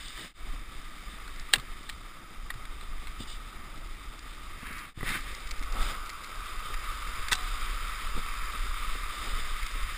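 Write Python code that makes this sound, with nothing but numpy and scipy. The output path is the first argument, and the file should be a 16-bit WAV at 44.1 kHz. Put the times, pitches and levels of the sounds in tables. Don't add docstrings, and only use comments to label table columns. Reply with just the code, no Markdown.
import sys
import numpy as np
from scipy import signal
from scipy.fft import rfft, irfft
from scipy.io import wavfile
from scipy.ndimage import uniform_filter1d

SR = 44100
rng = np.random.default_rng(int(sys.argv[2]) if len(sys.argv) > 2 else 0)


def invert_db(x):
    u = np.asarray(x, float) / 20
    return 10 ** u


def unload_wav(signal):
    wavfile.write(
        sys.argv[1],
        SR,
        np.round(np.clip(np.atleast_2d(signal).T, -1, 1) * 32767).astype(np.int16),
    )


N = 439677
t = np.arange(N) / SR
bins_hz = np.fft.rfftfreq(N, 1 / SR)


def evened(x):
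    return x / np.sqrt(np.mean(x ** 2) + 1e-20)


def peak_one(x):
    return x / np.max(abs(x))


def add(mix, s, sound):
    part = mix[round(s * SR):][:len(sound)]
    part += sound[:len(part)]


def curve(rows, axis):
    return np.interp(t, np.array(rows)[:, 0], np.array(rows)[:, axis])


def coloured(x, points):
    f, db = np.transpose(points)
    shape_db = np.interp(np.log(bins_hz + 1), np.log(f + 1), db, -90, -90)
    return evened(irfft(rfft(x) * invert_db(shape_db), N))


def ring(x, modes):
    out = np.zeros(len(x))
    for hz, width, db in modes:
        b, a = signal.iirpeak(hz, hz / (1.66 * width), SR)
        once = signal.lfilter(b, a, x)
        out += invert_db(db) * signal.lfilter(b, a, once)
    return out


def drift(per_s):
    return evened(signal.lfilter(*signal.butter(2, per_s, fs=SR), rng.standard_normal(N)))


def self_noise():
    return invert_db(-63) * rng.standard_normal(N)


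# (time [s], level [dB])
WIND_LEVEL = [(0.0, -43), (0.2, -48), (0.47, -38), (0.9, -43), (1.4, -42), (2.25, -46), (2.8, -39.5),
              (3.4, -41), (4.7, -42), (4.85, -50), (5.05, -37), (5.4, -39), (5.8, -32.5), (6.2, -43.5),
              (6.8, -35.5), (8.3, -35), (9.4, -34), (9.97, -36.5)]
# (frequency [Hz], density [dB per Hz])
WIND_SPECTRUM = [(4.7, -8), (8.0, 0), (22, 0.5), (34, -1.5), (62, -15.5), (130, -40), (170, -58),
                 (290, -120)]
GUST_DB, GUSTS_PER_S = 2.5, 5.4


def wind():
    swings = coloured(rng.standard_normal(N), WIND_SPECTRUM)
    size = np.sqrt(abs(uniform_filter1d(swings ** 2, size=6000))) + 0.077
    gusts = invert_db(GUST_DB * drift(GUSTS_PER_S))
    return invert_db(curve(WIND_LEVEL, axis=1) + 2.0) * evened(swings / size ** 0.33 * gusts)


# (time [s], peak level [dB], lower resonance [dB])
CASE_RATTLES = [(0.083, -36, -12), (1.3604, -39.5, -3), (1.397, -34, -6), (1.8307, -45, -4),
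                (4.1915, -38, -2), (4.7296, -40, -3), (4.7815, -40, -1), (4.79, -40, -2), (5.208, -40, -7),
                (5.3487, -36.5, -3), (5.4041, -40, -3), (5.474, -36, -3), (5.5094, -30.5, -2),
                (5.5142, -30, -3), (5.5932, -41, 0), (5.6261, -38.5, 3.5), (5.6334, -38, 3),
                (5.6814, -45, -4), (5.724, -36, -4), (6.0601, -41, -1), (6.0933, -35, 4), (6.1004, -35, 1),
                (6.2372, -40, -1), (6.2444, -37, 0), (6.356, -40, -4), (6.595, -40, -1), (6.741, -33, -4),
                (9.6294, -38, 6), (9.665, -33, 2), (9.7138, -36, -2)]
RATTLE_T60 = 0.017
BUZZ_FROM_S, BUZZ_TO_S, BUZZ_DB, BUZZ_SPREAD_DB = 5.2, 9.9, -47, 5


def rattles():
    out, u = np.zeros(N), t[:900]
    buzz = []
    for chance, size in rng.random(size=(30, 2)):
        s = BUZZ_FROM_S + (BUZZ_TO_S - BUZZ_FROM_S) * chance ** 2
        buzz.append((s, BUZZ_DB + BUZZ_SPREAD_DB * size, -2.5))
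    for s, db, lower_db in CASE_RATTLES + buzz:
        impulse = 2.4 * (u == u[8])
        click = (rng.standard_normal(len(u)) + impulse) * invert_db(-60 * u / RATTLE_T60)
        bright = peak_one(ring(click, [(4250, 1200, 0)]))
        lower = peak_one(ring(click, [(2120, 350, 0)]))
        add(out, s, invert_db(db) * (bright + invert_db(lower_db) * lower))
    return out


# (time [s], frequency [Hz], level [dB], t60 [s])
RAIL_MODES = [(1.5362, 810, -29, .05), (1.5362, 1300, -46, .04), (1.5358, 1650, -11, 0.02),
              (1.557, 2740, -26, 0.029), (1.5358, 3700, -16, .022), (1.5362, 2840, -8, 0.016),
              (1.5362, 3800, -24, 0.017), (1.896, 2400, -30, 0.02), (1.896, 3050, -32, .02),
              (2.5025, 1900, -21.5, 0.025), (7.329, 2680, -24.5, 0.04), (5.0085, 1160, -32, .02),
              (5.0085, 2000, -29, 0.016), (5.029, 1200, -28, 0.016), (5.029, 1970, -28, 0.022),
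              (7.32, 1530, -30, 0.12), (7.321, 420, -40, 0.078), (7.32, 830, -33, 0.05),
              (7.317, 1950, -27, 0.044)]
# (frequency [Hz], level [dB], t60 [s])
TUBE_MODES = [
    (735, -51, 1.1),
    (3950, -47, .7),
]
TUBE_S = 7.33


def rail():
    out, u = np.zeros(N), t[:20000]
    for s, hz, db, t60 in RAIL_MODES + [(TUBE_S, *mode) for mode in TUBE_MODES]:
        onset = np.minimum(u / 0.001, 1)
        add(out, s, invert_db(db - 60 * u / t60) * np.sin(2 * np.pi * hz * u) * onset)
    return out * invert_db(1.2 * drift(30))


# (time [s], peak level [dB], pitch [Hz], t60 [s], puff [dB])
LANDINGS = [(1.533, -40.5, 207, 0.16, 7), (1.575, -37, 130, 0.14, -12), (2.553, -37.5, 116, 0.11, -22),
            (3.198, -37.5, 110, 0.12, -13), (3.203, -32, 220, 0.055, -5), (4.628, -33, 111, 0.03, -8),
            (4.706, -34, 206, 0.033, -13), (4.974, -25.5, 112, 0.044, -14), (5.005, -33, 110, 0.049, -10),
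            (5.029, -24, 112, 0.036, -8), (5.612, -35, 253, 0.03, -14), (6.653, -42, 132, 0.066, -5),
            (6.7, -36, 110, 0.043, -4), (7.319, -36, 139, 0.06, 0.5), (7.693, -43, 178, 0.05, -3),
            (8.149, -42, 109, 0.048, 2), (8.164, -37, 146, 0.053, -1), (8.175, -34, 172, 0.076, 1.5),
            (8.543, -46, 303, 0.06, 0), (8.95, -44, 110, 0.06, 7), (9.752, -42, 290, 0.067, -6)]
PUFF_HZ = 310


def thumps():
    out, u = np.zeros(N), t[:6000]
    for s, db, hz, t60, puff_db in LANDINGS:
        dying = invert_db(-60 * u / t60) * np.minimum(u / 0.0019, 1)
        push = np.sin(2 * np.pi * hz * u) * dying
        noise = rng.standard_normal(len(u))
        puff = peak_one(ring(noise * dying, [(PUFF_HZ, 0.9 * PUFF_HZ, 0)]))
        add(out, s, invert_db(db) * (push + invert_db(puff_db) * puff))
    return out


# (time [s], peak level [dB], hum part [dB], scrape part [dB])
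SLAPS = [(0.1754, -38.5, 1, 4), (1.277, -41.5, 7.5, -5), (1.5308, -24, -28, -9), (1.5351, -8, -40, -2),
         (1.541, -28, -12, 6), (1.5467, -25.5, -10, 1), (1.556, -24.5, -13, -1), (1.582, -37, -10, 1),
         (1.5973, -37.5, -10, -1), (1.8908, -33, -9, 1), (1.8951, -29.5, -12, 0), (1.901, -38, -8, 0),
         (1.9265, -45, -9, 0), (2.5027, -31, -1, 0), (2.5391, -41, -13, 5), (2.652, -39.5, -6, 4.5),
         (2.8105, -42, -6, 4), (3.0704, -36, -6, 3), (3.08, -43, -8, 5), (3.2037, -40, -16, -9),
         (3.3004, -40, -14, -9), (4.6672, -42, -7, 10), (5.8282, -31, -1, -10), (6.7402, -34, -12, 6),
         (8.525, -41, 5, -7), (9.404, -34, 0, -10)]
# (time [s], peak level [dB], hum part [dB], scrape part [dB])
TUBE_CHATTER = [
    (7.2832, -29, -18, 5.5),
    (7.314, -27, -7, 5),
    (7.3176, -21.5, -4, -2),
    (7.3219, -20.5, -2, 4.5),
    (7.3288, -17.5, -21, -0.5),
    (7.339, -30, -12, -5),
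    (7.3524, -28, -5, -9),
]
SLAP_TOP_DB, CHATTER_TOP_DB = -23, 2.5
SLAP_T60 = 0.022


def contacts(rows, top_db):
    out, u = np.zeros(N), t[:1800]
    for s, db, hum_db, scrape_db in rows:
        onset = np.minimum(u / 0.00095, 1)
        crack = rng.standard_normal(len(u)) * invert_db(-60 * u / SLAP_T60) * onset
        # (frequency [Hz], width [Hz], level [dB])
        parts = [(1280, 450, hum_db), (1890, 600, scrape_db), (3610, 620, 0.0), (4500, 2400, top_db)]
        for hz, width, part_db in parts:
            add(out, s, invert_db(db + part_db) * peak_one(ring(crack, [(hz, width, 0)])))
    return out


# (start [s], length [s], dig [dB], spray [dB], crunch [dB])
CARVE_EVENTS = [(-0.12, 0.52, -0.7, 6, -2), (0.143, 0.15, 4.5, -2, 6), (0.42, 0.16, 2.5, 0.5, 4),
                (3.183, 0.073, 0, 10.5, 0.5), (3.255, 0.12, 1, 8, 0.5), (3.5, 0.35, 1, -0.5, 2.5),
                (4.58, 0.33, 6, -7, 1.5), (5.026, 0.19, 15, -5, 11), (5.25, 0.096, 3.5, -0.5, 3),
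                (5.7, 0.12, 3, 1, 8), (5.77, 0.21, 8, 1.5, 9.5), (7.357, 0.31, 0.5, 1.5, 1),
                (9.097, 0.43, 0, 2, 3.5)]
DIG_IN, LET_GO = 0.27, 0.31


def carving():
    extra_db = np.zeros((3, N))
    for s, length, *depths_db in CARVE_EVENTS:
        u = (t - s) / length
        swell = np.clip(np.minimum(u / DIG_IN, (1 - u) / LET_GO), 0, 1)
        extra_db += np.outer(depths_db, swell)
    return extra_db


# (time [s], speed as level [dB], edge bite [dB])
RIDE_CONTROL = [(0.0, -53.5, 5), (0.29, -55, 4), (0.45, -52.5, -1), (1.07, -52.5, 1.5), (1.72, -52, 0),
                (2.2, -53.5, -1.5), (2.7, -52, -0.5), (3.7, -52, -1), (4.0, -53, 0.5), (4.55, -51, -1),
                (5.3, -51, 3), (5.7, -45.5, -4), (6.1, -43, -6), (6.3, -45, -3.5), (6.8, -41.5, -4),
                (7.5, -41.5, -2), (8.7, -41, -2.5), (9.97, -43, 0)]
# (frequency [Hz], width [Hz], level [dB])
HUM_MODES = [(1249, 166, 13), (1400, 270, -4), (1050, 310, -10.5)]
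# (frequency [Hz], width [Hz], level [dB])
SCRAPE_MODES = [(1914, 526, 18), (2164, 444, 9.5), (2520, 320, 1)]
# (frequency [Hz], width [Hz], level [dB])
SPRAY_MODES = [(3007, 170, 3.5), (3600, 325, 5), (4026, 390, -7)]
# (frequency [Hz], width [Hz], level [dB])
FIZZ_MODES = [(4371, 286, 0.5), (4846, 216, 8), (4960, 1100, -20.5)]
# (frequency [Hz], width [Hz], level [dB])
MIDDLE_MODES = [(1510, 250, 0)]
# (frequency [Hz], density [dB per Hz])
CRUNCH_SPECTRA = [
    [(47, -46), (80, 3), (103, -2), (237, -4), (320, -4.5), (475, -11), (950, -8), (1240, -103), (2090, -120)],
    [(47, -24), (80, -4.5), (150, -11.5), (235, -9.5), (280, -11), (741, -11), (950, -11), (1240, -27), (2090, -120)],
]
FIZZ_DB, MIDDLE_DB = -9, -8
HUM_DIG, CRUNCH_SPEED, SPRAY_BITE = 0.67, 0.18, 1.09
SPRAY_DB, CRUNCH_DB, CRUISE_DB = -3.5, -54.5, -50.5
GRAINS_PER_S, GRAIN_SPREAD_DB, GRAIN_SHARE, FLICKER_DB = 2500, 2.5, 0.43, 0.5


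def crystals():
    sizes = invert_db(GRAIN_SPREAD_DB * np.minimum(rng.exponential(1, N), 5))
    breaks = rng.random(N) < GRAINS_PER_S / SR
    grains = evened(sizes * breaks * rng.choice([-1., 1.], N))
    friction = rng.standard_normal(N)
    return (GRAIN_SHARE * grains + (1 - GRAIN_SHARE) * friction) * invert_db(FLICKER_DB * drift(14.4))


def snow():
    drive = crystals()
    speed_db, bite_db = curve(RIDE_CONTROL, axis=1), curve(RIDE_CONTROL, axis=2)
    dig_db, thrown_db, crush_db = carving()
    hum_gain = invert_db(speed_db + HUM_DIG * dig_db)
    scrape_gain = invert_db(speed_db + bite_db + dig_db)
    spray_gain = invert_db(SPRAY_DB + speed_db + SPRAY_BITE * bite_db + dig_db + thrown_db)
    crunch_gain = invert_db(CRUNCH_DB + CRUNCH_SPEED * (speed_db - CRUISE_DB) + crush_db)
    hum = hum_gain * evened(ring(drive, HUM_MODES)) * invert_db(1.22 * drift(28))
    scrape = scrape_gain * evened(ring(drive, SCRAPE_MODES)) * invert_db(0.65 * drift(4.7))
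    spray = spray_gain * evened(ring(drive, SPRAY_MODES)) * invert_db(1.02 * drift(8.1))
    slow, fast = [coloured(drive, spectrum) for spectrum in CRUNCH_SPECTRA]
    crunch = crunch_gain * np.where(t < 5.3, slow, fast) * invert_db(1.33 * drift(32))
    fizz_gain = invert_db(FIZZ_DB + 0.3 * thrown_db) * hum_gain ** 0.29 * spray_gain ** 0.69
    fizz = fizz_gain * evened(ring(drive, FIZZ_MODES))
    later = np.roll(drive, SR // 20)
    middle_gain = invert_db(MIDDLE_DB + 0.2 * dig_db) * np.sqrt(hum_gain * scrape_gain)
    middle = middle_gain * evened(ring(later, MIDDLE_MODES))
    return hum + scrape + middle + spray + fizz + crunch


def muffled(x):
    return signal.lfilter(*signal.butter(6, 5500, fs=SR), x)


def scene():
    slaps = contacts(SLAPS, SLAP_TOP_DB) + contacts(TUBE_CHATTER, CHATTER_TOP_DB)
    boards = snow() + slaps + thumps() + rail()
    return (muffled(boards) + wind() + rattles() + self_noise())[None]


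SAMPLING_HZ, EDGE_HZ = 12000, 15330


def sample_and_hold(x):
    hold = np.sinc(bins_hz / SAMPLING_HZ)
    below = np.clip((SAMPLING_HZ / 2 - bins_hz) / 300 + 0.5, 0, 1)
    band = irfft(rfft(x) * below / hold.clip(0.1), N)
    images = band * (1 + 2 * np.cos(2 * np.pi * SAMPLING_HZ * t))
    edge = np.clip((EDGE_HZ - bins_hz) / 80, 0.003, 1)
    return irfft(rfft(images) * hold * edge, N)


# (time [s], fade out [s], fade in [s])
SCENE_CHANGES = [
    (.335, 0.087, 0.076),
    (4.939, 0.085, 0.065),
]


def dipped(x):
    for s, fade_out, fade_in in SCENE_CHANGES:
        x = x * np.interp(t, [s - fade_out, s, s + fade_in], [1, 0.02, 1])
    return x


def band_limit(x):
    return signal.sosfilt(signal.butter(12, 16200, fs=SR, output="sos"), x)


def record(dry):
    held = sample_and_hold(dry[0])
    return band_limit(dipped(held)[None])


dry = scene()
out = record(dry)
unload_wav(out)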